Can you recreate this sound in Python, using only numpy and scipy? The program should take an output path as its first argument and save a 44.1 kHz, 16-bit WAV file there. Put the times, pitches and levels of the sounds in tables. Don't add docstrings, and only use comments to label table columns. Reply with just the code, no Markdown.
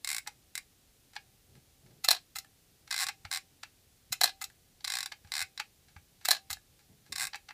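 import sys
import numpy as np
from scipy import signal
from scipy.fft import rfft, irfft
from scipy.io import wavfile
from scipy.ndimage import uniform_filter1d

SR = 44100
rng = np.random.default_rng(int(sys.argv[2]) if len(sys.argv) > 2 else 0)


def log_audio(samples):
    frames = np.atleast_2d(samples).T
    limited = np.clip(frames, -1, 1)
    pcm = np.round(limited * 32767).astype(np.int16)
    wavfile.write(sys.argv[1], SR, pcm)


N = 332073


def amp(db):
    return 10 ** (np.asarray(db) / 20)


def unit(x):
    return x / np.sqrt(np.sum(x ** 2) + 1e-20)


def curve_at(points, hz):
    freqs, values = np.transpose(points)
    return np.interp(np.log(hz + 1), np.log(freqs + 1), values)


def add(mix, start_s, sound):
    part = mix[max(round(start_s * SR), 0):][:len(sound)]
    part += sound[:len(part)]


def noise(spectrum):
    gain = amp(curve_at(spectrum, np.fft.rfftfreq(N, 1 / SR)))
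    return np.sqrt(N) * unit(irfft(rfft(rng.standard_normal(N)) * gain, N))


def minimum_phase(gain):
    log_gain = np.log(np.maximum(gain, 1e-5))
    mirrored = np.r_[log_gain, log_gain[-2:0:-1]]
    return np.fft.ifft(np.exp(np.conj(signal.hilbert(mirrored)))).real


def case_response(modes, hz, cutoff_hz, spread):
    power = 0
    for pitch_hz, bandwidth_hz, db in modes:
        widening = spread if pitch_hz > 3000 else 1
        detuning = (hz - pitch_hz ** 2 / hz) / (bandwidth_hz * widening)
        power += amp(db) ** 2 / widening / (1 + detuning ** 2)
    power *= 1 / (1 + (cutoff_hz / hz) ** 8) + amp(-24) * hz ** 2 / (hz ** 2 + cutoff_hz ** 2)
    return np.sqrt(power / power.mean())


def contact_force(t, rise_s, hold_s):
    age = np.maximum(t, 0)
    envelope = (1 - np.exp(-age / rise_s)) * np.exp(-(age / hold_s) ** 2)
    spectrum = rfft(envelope * rng.standard_normal(len(t)))
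    spectrum /= np.sqrt(abs(uniform_filter1d(abs(spectrum) ** 2, size=60)) + 1e-12)
    return unit(irfft(spectrum) * (t > 0))


def impacts(rows, modes, gain_db, cutoff_hz, rise_s, hold_s, rattle_db, rattle_t60_s, slide_s,
            spread=1, snap_spread=1):
    size, lead_s = 4096, 0.01
    t = np.arange(size) / SR - lead_s
    hz = np.fft.rfftfreq(size, 1 / SR) + 1
    age, out = np.maximum(t, 0), np.zeros(N)
    tight = case_response(modes, hz, cutoff_hz, snap_spread)
    loose = case_response(modes, hz, cutoff_hz, spread)
    body_band = 1 / (1 + (hz / 3000) ** 8)
    edge_band = 1 / (1 + (6200 / hz) ** 8)
    slide_envelope = np.clip((t + slide_s) * SR / 20, 0, 1) * (t < 0)
    rattle_envelope = (1 - np.exp(-age / hold_s)) * amp(-60 * age / rattle_t60_s)
    for start_s, db, body_db, edge_db, slide_db in rows:
        slide = amp(slide_db) * unit(rng.standard_normal(size) * slide_envelope)
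        rattle = amp(rattle_db) * unit(rng.standard_normal(size) * rattle_envelope)
        snap = contact_force(t, rise_s, hold_s)
        colour = amp(db + gain_db + body_db * body_band + edge_db * edge_band)
        for force, case in (snap, tight), (slide + rattle, loose):
            response = minimum_phase(case * colour)[:size // 2]
            add(out, start_s - lead_s, signal.fftconvolve(force, response))
    return out


def placed(pattern, start_s, strength_db):
    return [(start_s + delay_s, db + strength_db, *colour) for delay_s, db, *colour in pattern]


def with_ring(row, ring_db):
    start_s, db, body_db, edge_db, slide_db = row
    return start_s, db + ring_db, body_db - ring_db, edge_db - ring_db, slide_db


# frequency_hz, level_db
HUSH_SPECTRUM = [(12, -26), (20, 1), (122, -1), (171, -5.5), (213, -8.5), (282, -8.5), (324, -10.5),
                 (452, -12), (686, -17), (767, -14.5), (932, -21.5), (4070, -17), (5690, -18),
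                 (13900, -20.5), (15500, -21.5)]
def hush():
    return amp(-65) * noise(HUSH_SPECTRUM)


# frequency_hz, t60_s
ROOM_DECAY = [(300, 0.18), (900, 0.12), (2000, 0.11), (4200, .15), (8000, 0.17), (15000, 0.054)]
# frequency_hz, level_db
ROOM_SPECTRUM = [(300, 0), (900, -3), (1700, 2), (2600, 8), (3550, -0.5), (4150, -5), (4800, -4),
                 (8000, -8), (15000, 2)]
def room(x, tail_db=-13.5, onset_s=0.0017, echo_s=0.039, echo_db=-39):
    t = np.arange(SR // 2) / SR
    reflections = rng.standard_normal(len(t)) * np.clip((t - onset_s) / 0.0077, 0, 1)
    hz, age, bands = signal.stft(reflections, SR, nperseg=256)
    bands *= amp(curve_at(ROOM_SPECTRUM, hz)[:, None] - 60 * age / curve_at(ROOM_DECAY, hz)[:, None])
    response = amp(tail_db) * unit(signal.istft(bands, SR, nperseg=256)[1])
    response[round(echo_s * SR)] += amp(echo_db)
    return signal.fftconvolve(x, response)[:N]


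# start_s, length_s, level_db
SKIN_RUBS = [(1.464, 0.16, -64), (1.79, 0.25, -63), (3.042, 0.069, -66), (6.876, 0.091, -62.5),
             (7.082, 0.085, -57.5), (7.183, 0.093, -63.5)]
# frequency_hz, level_db
RUB_SPECTRUM = [(24, -37.5), (40, -16), (140, -0.5), (254, -13), (407, -11), (469, -19), (563, -20.5),
                (900, -26), (1170, -58), (1980, -120)]
def finger_rubs():
    pressure = np.zeros(N)
    for start_s, length_s, db in SKIN_RUBS:
        add(pressure, start_s, amp(db) * signal.windows.tukey(round(length_s * SR), 0.6))
    return pressure * noise(RUB_SPECTRUM)


# start_s, level_db, pitch_hz, t60_s
FINGER_BUMPS = [(1.555, -52.5, 135, 0.17), (2.355, -54, 71, 0.096), (3.248, -41, 94, 0.07),
                (4.107, -44, 123, 0.081), (5.247, -45, 90, .07), (5.421, -48, 85, 0.059),
                (5.962, -42, 86, 0.07), (6.504, -47, 79.8, 0.11), (6.56, -53.5, 70, 0.088)]
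def finger_bumps():
    t, out = np.arange(SR // 3) / SR, np.zeros(N)
    for start_s, db, hz, t60_s in FINGER_BUMPS:
        wave = np.sin(2 * np.pi * hz * t) + 0.22 * np.sin(2 * np.pi * hz * 1.6 * t)
        envelope = amp(db - 60 * t / t60_s) * (1 - np.exp(-t / 0.002))
        add(out, start_s, envelope * wave)
    return out


# start_s, level_db
GRIP_SHIFTS = [(1.134, -43.5), (1.553, -48), (1.863, -50), (1.909, -54.5), (2.9, -48), (5.273, -46),
               (5.884, -48.5), (6.212, -45), (6.792, -49), (7.063, -48)]
def grip_ticks():
    ticks = [(start_s, db, 0, 0, -12) for start_s, db in GRIP_SHIFTS]
    return impacts(ticks, GEAR_MODES, gain_db=9.5, cutoff_hz=498, rise_s=0.0005, hold_s=0.0019,
                   rattle_db=1.5, rattle_t60_s=0.15, slide_s=0.0022)


# pitch_hz, level_db, t60_s
SPRING_MODES = [(778, -70.5, .55), (1622, -76, .14), (2055, -70.5, .1), (3720, -75, .16), (4100, -82, .22),
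                (4425, -76, .26)]
def springs(x):
    t = np.arange(SR // 2) / SR
    ring = sum(amp(db - 60 * t / t60_s) * np.sin(2 * np.pi * hz * t) for hz, db, t60_s in SPRING_MODES)
    return signal.fftconvolve(x, ring)[:N]


# nominal_pitch_hz, level_db, t60_s
BACK_DOOR_MODES = [(330, -24, .06), (430, -20, .05), (735, -2, .038), (850, -6, .033)]
def back_door(jolts, rise_s, pitch_ratio, gain_db):
    t, out = np.arange(SR // 8) / SR, np.zeros(N)
    swell = 1 - np.exp(-t / rise_s)
    for start_s, jolt_db in jolts:
        tuning = pitch_ratio * (1 + 0.025 * rng.uniform(-0.89, 1))
        boom = sum(amp(db - 60 * t / t60_s) * np.sin(2 * np.pi * hz * tuning * t)
                   for hz, db, t60_s in BACK_DOOR_MODES)
        add(out, start_s + 0.0015, amp(jolt_db + gain_db) * swell * boom)
    return out


# pitch_hz, bandwidth_hz, level_db
LEVER_MODES = [(760, 110, -7), (1700, 90, 3), (4300, 900, -23), (9000, 3000, -23)]
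# start_s, level_db
LEVER_RETURNS = [(2.4462, -30.5), (4.5, -31.5), (6.569, -32.5)]
def lever():
    clicks = [(start_s, db, 0, 0, -21) for start_s, db in LEVER_RETURNS]
    return impacts(clicks, LEVER_MODES, gain_db=-4.5, cutoff_hz=650, rise_s=0.00037, hold_s=0.0013,
                   rattle_db=6.5, rattle_t60_s=0.018, slide_s=0.0026)


# pitch_hz, bandwidth_hz, level_db
GEAR_MODES = [(820, 59, -2), (1317, 210, -8.5), (1672, 89, -1.5), (2095, 400, -8), (2510, 31, -7),
              (3080, 2000, -16), (4130, 630, -8.5), (4740, 370, -11), (5790, 250, -9.5), (7520, 990, -15.5),
              (9500, 1100, -29), (14300, 212, -32.5)]
# start_s, level_db, body_db, edge_db
BACKLASH_KNOCKS = [(.2638, -38, 11.5, -4), (0.274, -15.5, 0.5, 6.5), (1.1553, -30, -7, 2),
                   (1.164, -15, 1.5, -11), (2.8766, -28.5, -1.5, -3), (3.0905, -14, 0.5, -0.5),
                   (3.2515, -20.5, 3, -6.5), (3.6332, -17, -0.5, -4.5), (4.8073, -30, -10, -9),
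                   (5.1209, -14, -1, -7.5), (5.2475, -39, 3, -5), (5.5992, -9.5, 2, -2.5),
                   (5.9645, -36.5, 11.5, -7), (7.333, -16.5, -3, -18), (7.3448, -18, 5.5, -10),
                   (7.3565, -20.5, -5, 3), (7.4887, -22.5, 0.5, -7), (7.5074, -29, 11, -7)]
def gears(slide_db=-11):
    rows = [(*knock, slide_db) for knock in BACKLASH_KNOCKS]
    knocks = impacts(rows, GEAR_MODES, gain_db=1.5, cutoff_hz=664, rise_s=0.000098, hold_s=0.0028,
                     rattle_db=-4, rattle_t60_s=0.036, slide_s=0.0036)
    jolts = [(start_s, db + edge_db) for start_s, db, _, edge_db in BACKLASH_KNOCKS]
    return knocks + back_door(jolts, rise_s=0.00087, pitch_ratio=1.103, gain_db=-27.5)


def pawl_snaps(stroke, easy_teeth_per_s=60):
    start_s, count, db, body_db, edge_db, slide_db, speeds = stroke
    log_speed = np.polyfit(np.linspace(0, 1, len(speeds)), np.log(speeds), len(speeds) - 1)
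    rows = []
    for tooth in range(count):
        progress = min(tooth / max(count - 2, 1), 1)
        speed = np.exp(np.polyval(log_speed, progress))
        octaves = np.log2(speed / easy_teeth_per_s)
        ease_db = -0.5 if tooth == count - 1 else 0
        snap = (start_s, db + ease_db, body_db + 3 * octaves, edge_db + 2.5 * octaves,
                slide_db - 3.5 * tooth)
        rows.append(with_ring(snap, -0.34 * tooth))
        start_s += 1 / speed
    return rows


# pitch_hz, bandwidth_hz, level_db
PAWL_MODES = [(776, 56, -3.5), (1111, 56, -4.5), (1635, 187, -2.1), (2056, 90, 1), (2495, 99, -5.5),
              (3887, 320, -2), (4205, 130, -1), (4825, 200, -3.5), (5450, 280, -3.5), (7390, 740, -6.5),
              (8160, 220, -4.5), (9570, 200, -9.5), (10300, 530, -10.5), (13200, 920, -16),
              (15600, 4400, -22.5)]
# pitch_hz, bandwidth_hz, level_db
PANEL_MODES = [(2140, 120, 3.5)]
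# start_s, tooth_count, level_db, body_db, edge_db, slide_db, speeds_teeth_per_s
THUMB_STROKES = [(0.0459, 9, -8.5, -2.5, 3, -30, [35.7, 81.4, 61.9, 57.4]),
                 (0.5533, 2, -11, 1.5, 5.5, -29, [41.7]), (2.9113, 3, -4, -1.5, -4, -6.5, [68, 60]),
                 (2.963, 11, -5, -5.5, -4.5, -10, [66.5, 170, 158.6]), (3.0673, 2, -5, -1, -3.5, -19, [53]),
                 (3.3139, 6, -6, -3.5, -3.5, -19, [76.3, 104.4, 86, 76.3]),
                 (4.8475, 11, -3.5, -3.5, -4, -2.5, [32.9, 63.4, 33.1]),
                 (5.319, 9, -5.5, -2.5, -4.5, -26, [52.9, 76, 78.9, 123.5]),
                 (5.5762, 1, -8.5, -6, -13, -32, [43]),
                 (7.1265, 11, -8, -1.5, 0, -2, [29.82, 91.8, 132.2, 55])]
def winding(grip_closes_s=1):
    early, late = [], []
    for stroke in THUMB_STROKES:
        snaps = early if stroke[0] < grip_closes_s else late
        snaps.extend(pawl_snaps(stroke))
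    loose_grip = impacts(early, PAWL_MODES + PANEL_MODES, gain_db=-0.5, cutoff_hz=860, rise_s=0.0002,
                         hold_s=0.0021, rattle_db=-4.5, rattle_t60_s=0.037, slide_s=0.0057)
    firm_grip = impacts(late, PAWL_MODES, gain_db=-2, cutoff_hz=760, rise_s=0.00023, hold_s=0.002,
                        rattle_db=-3.5, rattle_t60_s=0.037, slide_s=0.00454)
    return loose_grip + firm_grip


# pitch_hz, bandwidth_hz, level_db
BUTTON_MODES = [(779, 38, 2), (1300, 104, -3.5), (1670, 144, -7), (2040, 96, -1), (2623, 210, -9),
                (3980, 400, -2), (4250, 100, -2.5), (4700, 100, -5.5), (5330, 300, -5), (6930, 350, -4.5),
                (7780, 110, -3), (9400, 674, -11), (11980, 376, -12.5), (14654, 2000, -13)]
# latch_s, strength_db
BUTTON_PRESSES = [(2.0463, -0.5), (4.1269, 0.5), (6.2545, -1)]
# start_s, travel_s, strength_db
BUTTON_RELEASES = [(2.3577, 0.027, -0.5), (4.4146, .0254, -1), (6.5029, .0257, 2)]
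# delay_s, level_db, body_db, edge_db, slide_db
LATCH_CLICKS = [(-.0045, -11, -5.5, -2.5, -15), (0, -5, -0.5, 2.5, -8)]
UNLATCH_CLICKS = [(0, -14, 3, 1, -13), (.0069, -18.5, 5, 8.5, -10)]
STOP_CLICK = [(0.00063, -10, -8, 0, -29)]
def button():
    clicks = []
    for latch_s, db in BUTTON_PRESSES:
        clicks += placed(LATCH_CLICKS, latch_s, db)
    for start_s, travel_s, db in BUTTON_RELEASES:
        clicks += placed(UNLATCH_CLICKS, start_s, db) + placed(STOP_CLICK, start_s + travel_s, db)
    return impacts(clicks, BUTTON_MODES, gain_db=0, cutoff_hz=773, rise_s=0.00022, hold_s=0.0033,
                   rattle_db=-3, rattle_t60_s=0.038, slide_s=0.0046, spread=2.1)


def blade_rebounds(count=3, first_gap_s=0.0211, restitution=0.9):
    delays_s = np.cumsum(first_gap_s * restitution ** np.arange(count))
    first_db = np.array([-7.5, 2, -3, -26.5])  # level_db, body_db, edge_db, slide_db
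    step_db = np.array([-4, -1, -3.3, -1])
    return [(delay_s, *(first_db + k * step_db)) for k, delay_s in enumerate(delays_s)]


# pitch_hz, bandwidth_hz, level_db
SHUTTER_MODES = [(738, 84, -7.5), (817, 44, -47.5), (1160, 186, -15), (1668, 103, -6.5), (2018, 24, -7),
                 (2477, 54, -14), (4100, 220, -12), (4137, 140, 1.5), (4940, 307, -19.5), (5460, 160, -9),
                 (7100, 270, -12.5), (8060, 430, -13.5), (10170, 860, -18), (12483, 680, -16.5),
                 (13320, 134, -23), (14300, 2600, -23.1)]
# delay_s, level_db, body_db, edge_db, slide_db
OPENING_BLOW = [(0.00007, 2.5, 3.5, 2, -17)]
CLOSING_BLOWS = [(0, 5.6, -5, -2, -22), (.0054, 3.8, 2, 4, -22.5)]
# start_s, open_s, opening_ring_db, rebound_db
EXPOSURES = [(2.086, 0.021, 5.5, -.5), (4.213, 0.022, 2, 1), (6.2856, .0221, -3.5, -0.5)]
def shutter():
    hard, weak = [], []
    for start_s, open_s, ring_db, rebound_db in EXPOSURES:
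        hard += [with_ring(row, ring_db) for row in placed(OPENING_BLOW, start_s, 0)]
        hard += placed(CLOSING_BLOWS, start_s + open_s, 0)
        weak += placed(blade_rebounds(), start_s + open_s, rebound_db)
    snaps = impacts(hard, SHUTTER_MODES, gain_db=0, cutoff_hz=560, rise_s=0.0003, hold_s=0.0026,
                    rattle_db=-8, rattle_t60_s=0.04, slide_s=0.0041, spread=5.7)
    rebounds = impacts(weak, SHUTTER_MODES, gain_db=0, cutoff_hz=614, rise_s=0.0005, hold_s=0.0049,
                       rattle_db=-2, rattle_t60_s=0.05, slide_s=0.00426, spread=5.3, snap_spread=4)
    jolts = [(start_s, db + body_db) for start_s, db, body_db, *_ in hard + weak]
    return snaps + rebounds + back_door(jolts, rise_s=0.0023, pitch_ratio=1, gain_db=-32.5)


def scene():
    mechanism = lever() + gears() + winding() + button() + shutter()
    hands = finger_rubs() + finger_bumps() + grip_ticks()
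    camera = mechanism + springs(mechanism) + hands
    return (camera + room(camera) + hush())[None, :]


def record(dry):
    highpass = signal.butter(2, 30, "highpass", fs=SR, output="sos")
    lowpass = signal.firwin(255, 15400, window=("kaiser", 8), fs=SR)
    return signal.oaconvolve(signal.sosfilt(highpass, dry), lowpass[None], "same")


dry = scene()
out = record(dry)
log_audio(out)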